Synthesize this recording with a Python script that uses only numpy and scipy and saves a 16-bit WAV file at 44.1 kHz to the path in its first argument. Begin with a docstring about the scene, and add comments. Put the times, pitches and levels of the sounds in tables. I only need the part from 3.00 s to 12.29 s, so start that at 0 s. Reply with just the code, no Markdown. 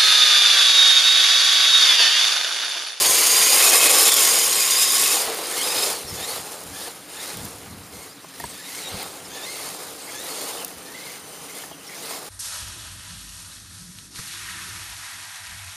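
"""A small electric radio-controlled truck spins doughnuts on a dirt ballfield, then drives off in throttle bursts.
Its gears are tones at multiples of a tooth rate, bent by every wheel turn and coloured by the housing.
Tyres are three bands of grainy noise; the speed controller sings a fixed pitch at part throttle.
Squeals glide, stones crack, the chassis knocks, and a breeze touches the single microphone."""
import sys
import numpy as np
from scipy import signal
from scipy.fft import rfft, irfft, next_fast_len
from scipy.io import wavfile
from scipy.ndimage import uniform_filter1d, minimum_filter1d, map_coordinates

SR = 44100
rng = np.random.default_rng(int(sys.argv[2]) if len(sys.argv) > 2 else 0)


def dump(signal):
    """Clip the signal to [-1, 1] and save it as 16-bit WAV at the path in sys.argv[1]."""
    limited = np.clip(np.atleast_2d(signal).T, -1, 1)
    pcm = np.round(limited * 32767).astype(np.int16)
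    wavfile.write(sys.argv[1], SR, pcm)


N = 409688
TIME = np.arange(N) / SR
RELEASE_DB_PER_S = 115  # how fast dirt noise and whine die after a burst
SPIN_END_S, SPIN_STOP_DB_PER_S = 2.15, 196  # throttle off; how fast the doughnut dies

# drivetrain tones, strongest under full power: [multiple of tooth rate, level/dB against crunch, roughness]
# roughness runs 0-1 and is clipped there
STRAIN_TONES = [(.432, -11, 0.42), (0.851, -22.5, 0.06), (1.239, -10.5, 1.1), (1.46, -16.5, 1.1),
                (2.77, -6, 0.65)]
# overtones that follow the octave: [multiple of tooth rate, relative level/dB, roughness]
OVERTONES = [(1.459, -10, .4), (2, -0.5, 0.04), (3.002, -8, 0.3), (3.999, -4, 0.86)]
SPIN_STRAIN_DB, DRIVE_STRAIN_DB = 0, -13  # strain tones in the doughnuts and when driving


def gears(tooth_hz, wheel, crunch_db):
    """The drivetrain whines; its pitch bends and its tones chatter as the wheels grip and slip."""
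    slip = 0.0268 * np.sin(wheel) + 0.012 * wobble(70)
    # below full speed the tyres bite and let go, which jerks the motor harder
    snatch = np.clip((2450 - tooth_hz) / 300, 0, 1) * 0.036 * wobble(85)
    phase = angle(tooth_hz * (1 + slip + snatch))

    tone_db, octave_db = whine_levels()
    tone_gain = amp(tone_db - 1.0 + 2.74 * wobble(60))
    tone = tone_gain * mesh_tone(phase, rough=0.3, width_hz=260)
    overtones = sum(amp(db) * mesh_tone(k * phase, rough, width_hz=300 * k)
                    for k, db, rough in OVERTONES)
    whine = tone + amp(octave_db - 3.3 + 2.9 * wobble(70)) * overtones

    # full power brings out the slower and faster gear stages too
    power_db = np.maximum(SPIN_STRAIN_DB - SPIN_STOP_DB_PER_S * since(SPIN_END_S), DRIVE_STRAIN_DB)
    strain = sum(amp(db + 1.5 * wobble(29.6)) * mesh_tone(k * phase, rough, width_hz=110 + 200 * k)
                 for k, db, rough in STRAIN_TONES)
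    return filtered(whine + amp(crunch_db + power_db) * strain, housing)


# gears in the doughnuts at full throttle: [t/s, tooth rate f/Hz]
SPIN_SPEED = [(0, 2372), (.25, 2368), (.54, 2433), (.63, 2567), (.88, 2543), (1.02, 2625), (1.3, 2480),
              (1.88, 2514), (2.13, 2585)]
# throttle bursts, also played by whine_levels and dirt_levels:
# [full throttle t/s, rise t/s, hold t/s, top tooth rate f/Hz, acceleration Hz/s,
#  spray level/dB, crunch level/dB, tread level/dB, tooth tone relative level/dB, octave relative level/dB]
BURSTS = [(2.289, 0.15, .06, 2403, 3010, -49, -34, -35.5, -46, -54),
          (2.655, 0.21, .245, 2540, 6014, -26, -29.5, -31.5, -42, -35),
          (3.28, .22, 0.056, 2064, 3997, -32, -35.5, -36.5, -53, -37.5),
          (3.789, 0.093, 0.061, 1697, 3000, -36.5, -40, -40.5, -49, -43.5),
          (4.235, .16, 0.08, 2002, 4520, -37, -38.5, -41.5, -55, -45),
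          (4.973, 0.072, 0.075, 2167, 2480, -43.5, -48.5, -46, -56, -49),
          (5.41, 0.16, 0.096, 2105, 3000, -44.5, -46, -49.5, -56, -68),
          (5.77, 0.36, 0.031, 2167, 2590, -38, -40, -59, -52, -47),
          (5.926, 0.2, .09, 2143, 5520, -41, -38.5, -39, -50.5, -40),
          (6.348, 0.078, .1, 1744, 3000, -51, -42, -44.5, -51, -44.5),
          (6.549, .2, .14, 2197, 3500, -37.5, -41, -43, -50, -43),
          (7.369, 0.41, .12, 2230, 2376, -35.5, -38.5, -39.5, -51.5, -42.5),
          (8.03, 0.24, 0.13, 2160, 2610, -44.5, -43.5, -54, -50, -52),
          (8.528, .1, 0.099, 2130, 3005, -41, -44, -45.5, -54, -66),
          (9.078, 0.21, 0.082, 2082, 2500, -35.5, -38.5, -39.5, -57, -48)]
COAST_HZ_PER_S, CRAWL_HZ = 4400, 1305  # slowing off the throttle; slowest tooth rate


def motor_speed():
    """Tooth rate: each burst pulls the motor up to its top speed, then it coasts down."""
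    hz = curves(SPIN_SPEED)[0] - COAST_HZ_PER_S * since(SPIN_END_S)
    for s, _, hold, top_hz, acceleration, *_ in BURSTS:
        pull_hz = top_hz - acceleration * until(s) - COAST_HZ_PER_S * since(s + hold)
        hz = np.maximum(hz, pull_hz)
    return np.maximum(hz, CRAWL_HZ)


# the whine flares as the circling truck swings its gearbox to the microphone:
# [t/s, half length t/s, tooth tone relative level/dB, octave relative level/dB]
FLARES = [(0.016, 0.051, -50, -27), (.2, .1, -36, -38), (0.43, 0.18, -38, -22), (0.682, 0.087, -24, -38),
          (.77, .05, -42, -29), (0.874, 0.083, -26.5, -34), (1.0, 0.052, -42, -21.5),
          (1.083, 0.046, -27.5, -40), (1.37, .09, -39, -28), (1.615, 0.065, -32, -30),
          (1.836, .1, -41, -21), (1.983, 0.061, -51, -27), (2.11, 0.082, -34, -39),
          (2.76, 0.16, -44, -30.5)]
FLARE_DB = 7.5  # drop at a half length from the crest of a flare
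SPIN_TONE_DB, SPIN_OCTAVE_DB = -46, -33.5  # steady whine in the doughnuts, relative levels
WHINE_RISE_DB, WHINE_SAG_DB_PER_S = 30, 28  # the gears sing while they pull and ease off at speed


def whine_levels():
    """Tooth tone and octave in relative dB: steady doughnut whine, flares, and a swell for every burst."""
    stop = SPIN_STOP_DB_PER_S * since(SPIN_END_S)
    tone, octave = [SPIN_TONE_DB - stop], [SPIN_OCTAVE_DB - stop]
    for s, half, tone_db, octave_db in FLARES:
        flare = -FLARE_DB * ((TIME - s) / half) ** 2
        tone.append(tone_db + flare)
        octave.append(octave_db + flare)
    for s, rise, hold, *_, tone_db, octave_db in BURSTS:
        approach = -WHINE_RISE_DB * (until(s) / rise) ** 3
        fade = -WHINE_SAG_DB_PER_S * since(s) - RELEASE_DB_PER_S * since(s + hold)
        tone.append(tone_db + approach + fade)
        octave.append(octave_db + approach + fade)
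    return together(tone), together(octave)


# gearbox and body resonances: [centre f/Hz, width f/Hz, relative level/dB]
HOUSING = [(1120, 180, -6), (1720, 170, 10), (2113, 210, 9), (2580, 280, -3), (3020, 480, -14),
           (3730, 360, 3.5), (4460, 220, -1), (4700, 740, -2.5), (6500, 1300, 4.5), (8950, 970, 3)]


def housing(hz):
    """Tones swell as they glide through the resonances of the gearbox."""
    resonances = sum(amp(db - 4.0) / (1 + (2 * (hz - centre) / width) ** 2)
                     for centre, width, db in HOUSING)
    return amp(-5.0) + resonances


def mesh_tone(phase, rough, width_hz):
    """A gear tone; dirty, uneven teeth smear a share of it into a narrow band."""
    rough = np.clip(rough, 0, 1)
    smear = wobble(width_hz) * np.sin(phase) + wobble(width_hz) * np.cos(phase)
    return np.sqrt(2 * (1 - rough)) * np.sin(phase) + np.sqrt(rough) * smear


# brief gear squeals: [t/s, length t/s, start f/Hz, end f/Hz, relative level/dB]
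SQUEALS = [(0.205, 0.12, 9700, 8800, -30), (1.038, 0.14, 3830, 3395, -24.5),
           (2.43, 0.0501, 4780, 5210, -38), (2.468, .07, 8220, 8700, -40), (2.57, .09, 8360, 8740, -37),
           (2.579, 0.067, 3050, 3300, -46), (2.66, .23, 3665, 3720, -41), (3.058, 0.076, 5700, 5230, -39),
           (4.089, 0.062, 8900, 8700, -47), (5.091, 0.052, 4700, 5180, -52),
           (5.175, 0.0396, 3400, 4090, -51), (5.431, 0.038, 8560, 8000, -43),
           (5.477, 0.053, 8600, 8100, -44), (6.228, 0.05, 5150, 5250, -47), (6.315, .05, 6300, 6400, -45),
           (7.008, 0.061, 7930, 8200, -43), (7.068, .05, 2045, 2200, -43), (7.13, 0.084, 6200, 6500, -46),
           (7.506, 0.047, 3580, 3480, -44), (7.565, .1, 3250, 2550, -45), (8.708, 0.0484, 3100, 3050, -48),
           (8.788, .06, 2880, 2950, -52), (8.863, 0.046, 5550, 5200, -45.5), (8.89, 0.079, 2050, 2220, -45),
           (8.953, .07, 5650, 7040, -47)]


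def squeals():
    """Brief rough gear tones glide in pitch while they swell and fade."""
    level, pitch = np.zeros(N), np.zeros(N)
    for s, length, start_hz, end_hz, db in SQUEALS:
        u = np.linspace(0, 1, max(int(length * SR), 8))
        add(level, s, amp(db + 2.5) * np.sin(np.pi * u))
        pitch[round(s * SR):][:len(u)] = start_hz + (end_hz - start_hz) * u
    phase = angle(pitch * (1 + 0.01175 * wobble(80)))
    return level * mesh_tone(phase, rough=1.0, width_hz=500)


# speed controller at part throttle: [start t/s, end t/s, level/dB before the tone levels]
CHOPPING = [(5.186, 5.32, -64), (7.695, 8.202, -61.5), (8.205, 8.542, -58), (8.682, 8.908, -63)]
# its switching tone: [multiple of the switching rate, relative level/dB]
SWITCHING = [(1, 2), (2, 5.5), (3, 4), (4, -4)]


def controller():
    """At part throttle the chopped motor current sings at a fixed pitch."""
    ramp_s, switching_hz = 0.013, 3035
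    level = sum(amp(db) * np.clip(np.minimum(TIME - start, end - TIME) / ramp_s, 0, 1)
                for start, end, db in CHOPPING)
    phase = 2 * np.pi * switching_hz * TIME
    return level * sum(amp(db) * mesh_tone(k * phase, rough=0.7, width_hz=130) for k, db in SWITCHING)


# colour of lugs drumming, gravel crushing and sand flying: each [f/Hz, relative level/dB per Hz]
TREAD = [(100, -40), (220, -16.5), (330, -4.5), (470, 2), (620, -3.5), (790, -1), (950, -5.5), (1200, -5),
         (1500, -10), (2500, -25)]
CRUNCH = [(700, -22.5), (1250, -4), (1700, -1.5), (2150, 1.5), (2350, 0.5), (2600, 1.5), (3100, 1),
          (3700, 2.5), (4300, 3.5), (5000, 1), (5800, -9.5), (8000, -15.5)]
SPRAY = [(3500, -33.5), (5000, -0.5), (5800, -2), (6900, 0), (8000, 1), (9000, 2), (10300, 0.5),
         (12000, -2.5), (14000, -7), (15500, -13.5), (17000, -37)]


def tyres(wheel, tread_db, crunch_db, spray_db):
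    """Lugs drum on the ground, crush gravel and throw sand in spurts."""
    spurt_db = 0.54 * wobble(55) + 0.5 * wobble(28) + 0.69 * np.sin(wheel)
    tread = patchy(coloured(grit(900, spread_db=3, share=0.28), TREAD), depth_db=1.13)
    crunch = patchy(coloured(grit(2500, spread_db=3.5, share=0.4), CRUNCH), depth_db=1.75)
    spray = patchy(coloured(grit(3000, spread_db=2.5, share=0.4), SPRAY), depth_db=1.66)
    rolling = amp(tread_db + spurt_db) * tread + amp(crunch_db + spurt_db) * crunch
    return rolling + amp(spray_db + spurt_db + 1.06 * wobble(260)) * spray


# dirt thrown by the wheels in the doughnuts: [t/s, tread level/dB, spray level/dB]
SPIN_DIRT = [(0, -31, -19), (.48, -31.5, -17), (.72, -24.5, -14.8), (1.06, -27.5, -15.5),
             (1.17, -30, -16.5), (1.5, -33, -21), (1.8, -37, -20), (1.97, -36.5, -20), (2.17, -32.5, -21)]
# tyre noise rolling between bursts, by distance and ground: [t/s, level/dB before the layer offsets]
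ROLL = [(2.1, -46), (2.24, -33), (2.42, -35), (3.05, -44.5), (3.5, -39), (4.03, -50), (4.45, -40),
        (4.75, -47.5), (4.95, -47.5), (5.13, -58), (5.7, -50), (6.08, -41), (6.25, -45), (6.82, -39.5),
        (7.0, -46), (7.57, -38), (7.8, -45), (8.45, -44), (8.8, -55.5), (9.29, -41.5)]
ROLL_TREAD_DB, ROLL_CRUNCH_DB, ROLL_SPRAY_DB = -1, -3.5, 0  # the three dirt layers against it
SKID_S, SPIN_CRUNCH_DB = 0.05, -5.5  # the tyres slide on a moment; crunch against spray
RISE_DB = 9.5  # climb of the dirt noise over a burst's rise time
TREAD_LAG_S = 0.013  # the rumble follows as the truck gathers speed


def dirt_levels():
    """Tread, crunch and spray in dB: doughnuts, plain rolling, and a swell for every burst."""
    spin_tread, spin_spray = curves(SPIN_DIRT) - SPIN_STOP_DB_PER_S * since(SPIN_END_S + SKID_S)
    roll = curves(ROLL)[0]
    tread = [spin_tread, roll + ROLL_TREAD_DB]
    crunch = [spin_spray + SPIN_CRUNCH_DB, roll + ROLL_CRUNCH_DB]
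    spray = [spin_spray, roll + ROLL_SPRAY_DB]
    for s, rise, hold, _, _, spray_db, crunch_db, tread_db, _, _ in BURSTS:
        def swell(at):
            return -RISE_DB * until(at) / rise - RELEASE_DB_PER_S * since(at + hold)
        spray.append(spray_db + swell(s))
        crunch.append(crunch_db + swell(s))
        tread.append(tread_db + swell(s + TREAD_LAG_S))
    return together(tread), together(crunch), together(spray)


def grit(rate, spread_db, share):
    """Single grain impacts of very uneven size, rate a second, over the rush of countless fine ones."""
    hits = (rng.random(N) < rate / SR) * rng.choice([-1, 1], N)
    sizes = amp(spread_db * np.minimum(rng.exponential(size=N), 5))
    # share is the power of the single impacts, 0-1
    return np.sqrt(share) * unit(hits * sizes) + np.sqrt(1 - share) * rng.standard_normal(N)


def patchy(x, depth_db):
    """The colour of the dirt noise shifts as the truck turns and meets new ground."""
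    z = signal.stft(x, nperseg=512)[2]
    field = uniform_filter1d(rng.standard_normal(z.shape), size=5, axis=0)  # smooth over frequency
    field = uniform_filter1d(field, size=7, axis=1)  # and over time
    return unit(signal.istft(z * amp(depth_db * unit(field)), nperseg=512)[1][:N])


# flung stones: [t/s, relative peak level/dB]
STONES = [(.697, -3.5), (1.0298, -3), (1.096, -0.5), (1.1403, -0.5), (1.273, -7), (1.605, -15), (1.921, -9),
          (2.07, -14), (2.133, -15), (2.346, -19), (2.421, -28), (2.59, -27), (3.636, -24), (4.371, -21),
          (4.453, -23), (5.399, -27), (6.029, -21), (7.613, -30), (7.647, -15.5), (7.68, -21), (9.169, -31)]


def stones():
    """Pebbles crack brightly against the shell: short high-passed noise bursts."""
    out, t = np.zeros(N), np.arange(SR // 25) / SR
    for s, db in STONES:
        # each one scrapes in over a couple of milliseconds and dies at once
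        crack = rng.standard_normal(len(t)) * amp(-60 * t / 0.01) * (1 - np.exp(-t / 0.0023)) ** 2
        add(out, s - 0.001, amp(db + 6.0) * crack / np.abs(crack).max())
    return filtered(out, lambda hz: hz ** 2 / (hz ** 2 + 6000 ** 2))


# chassis bottoming on bumps: [t/s, peak level/dB]
BUMPS = [(.922, -27), (2.168, -16.5), (2.276, -17.5), (3.879, -24), (5.243, -29.5), (5.4, -23.5),
         (5.439, -19), (8.636, -24.5), (8.712, -28)]
# plastic chassis modes, each strike varied: [nominal f/Hz, nominal relative level/dB, 60 dB decay t/s]
CHASSIS = [(408, -8, 0.033), (700, -7, 0.05), (826, -6.5, 0.031), (897, -4, 0.032), (1290, -11, 0.018),
           (1660, -7, .03)]


def bumps():
    """The suspension bottoms out and the chassis gives a hollow knock of decaying modes and noise."""
    out, t = np.zeros(N), np.arange(SR // 8) / SR
    for s, db in BUMPS:
        knock = 0.45 * rng.standard_normal(len(t)) * amp(-60 * t / 0.02)
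        for hz, level, t60 in CHASSIS:
            decay = amp(level + rng.normal(0, 3.9) - 60 * t / t60)
            knock += decay * np.sin(2 * np.pi * hz * rng.normal(1, 0.078) * t)
        knock *= 1 - np.exp(-t / 0.0015)
        add(out, s, amp(db) * knock / np.abs(knock).max())
    return out


# colour of breeze on the microphone and of open ground: each [f/Hz, relative level/dB per Hz]
GUST = [(20, -22), (50, -11), (90, 4), (130, -3.5), (190, -2), (280, -8), (600, -41)]
PARK = [(40, -46), (100, -10.5), (180, 3), (240, -5), (285, 7), (340, -7), (600, -15), (1200, -6.5),
        (3000, -14.5), (12000, -64)]
# puffs of breeze on the microphone: [t/s, half length t/s, crest level/dB before the flutter]
PUFFS = [(.08, 0.08, -47), (3.126, 0.048, -34.5), (3.2, .14, -47), (3.715, .09, -48), (4.435, 0.087, -39),
         (4.697, 0.097, -39.5), (4.979, 0.098, -51), (5.468, .06, -44), (5.963, 0.088, -45),
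         (6.25, .07, -53)]
PUFF_DB, CALM_DB = 11, -63.5  # drop at a half length from a crest; air between puffs, before flutter


def air():
    """Puffs of breeze on the microphone over the low murmur of open ground."""
    puffs_db = [db - PUFF_DB * np.abs(TIME - s) / half for s, half, db in PUFFS]
    breeze_db = together([CALM_DB] + puffs_db)
    flutter_db = 4.1 * wobble(22)
    breeze = amp(breeze_db + flutter_db) * coloured(rng.standard_normal(N), GUST)
    return breeze + amp(-48.5) * coloured(rng.standard_normal(N), PARK)


def amp(db):
    """Decibels to gain."""
    return 10 ** (np.asarray(db) / 20)


def unit(x):
    """Scale to rms 1."""
    return x / np.sqrt(np.mean(x ** 2) + 1e-20)


def curves(rows):
    """One value per sample for each column after the time."""
    s, *cols = np.transpose(rows)
    return [np.interp(TIME, s, c) for c in cols]


def wobble(rate):
    """A smooth random curve of rms 1, rate knots a second."""
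    knots = rng.standard_normal(int(N * rate / SR) + 4)
    return unit(map_coordinates(knots, [TIME * rate]))


def filtered(x, response):
    """x times a response of frequency."""
    size = next_fast_len(N + 8192)
    return irfft(rfft(x, size) * response(np.fft.rfftfreq(size, 1 / SR)), size)[:N]


def coloured(x, spectrum):
    """x shaped by (Hz, dB) points, at rms 1."""
    f, db = np.transpose(spectrum)
    return unit(filtered(x, lambda hz: amp(np.interp(np.log(hz + 1), np.log(f), db))))


def add(track, s, sound):
    """Mix a sound into the track at s seconds."""
    part = track[max(round(s * SR), 0):][:len(sound)]
    part += sound[:len(part)]


def angle(hz):
    """Phase of something turning at a changing rate."""
    return 2 * np.pi * np.cumsum(hz) / SR


def together(levels_db):
    """Level in dB of several sounds at once, summed as power."""
    return 10 * np.log10(sum(10 ** (np.maximum(db, -120) / 10) for db in levels_db))


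def since(s):
    """Seconds after s, zero before it."""
    return np.maximum(TIME - s, 0)


def until(s):
    """Seconds left to s, zero after it."""
    return np.maximum(s - TIME, 0)


def scene():
    """The throttle drives motor speed and dirt noise; each wheel turn sways both whine and spray."""
    tooth_hz = motor_speed()
    tread_db, crunch_db, spray_db = dirt_levels()
    wheel = angle(tooth_hz / 110 * (1 + 0.2 * wobble(12)))  # 110 teeth pass per wheel turn
    truck = gears(tooth_hz, wheel, crunch_db) + squeals() + controller()
    ground = tyres(wheel, tread_db, crunch_db, spray_db) + stones() + bumps()
    return np.tile(truck + ground + air(), (2, 1))


TOP_HZ = 15480  # nothing passes above this


def record(dry):
    """One microphone on both channels: a narrow notch, a limiter that ducks after peaks, a band limit."""
    x = filtered(dry[0], lambda hz: 1 - 0.93 / (1 + ((hz - 7860) / 90) ** 2))
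    needed = np.minimum(1, 0.97 / (np.abs(x) + 1e-9))
    # the gain drops just ahead of a peak and is held for some 20 ms
    held = minimum_filter1d(needed, size=1001, origin=400)
    limited = x * uniform_filter1d(held, size=101)
    return np.tile(filtered(limited, lambda hz: hz < TOP_HZ), (2, 1))


dry = scene()
out = record(dry)
dump(out)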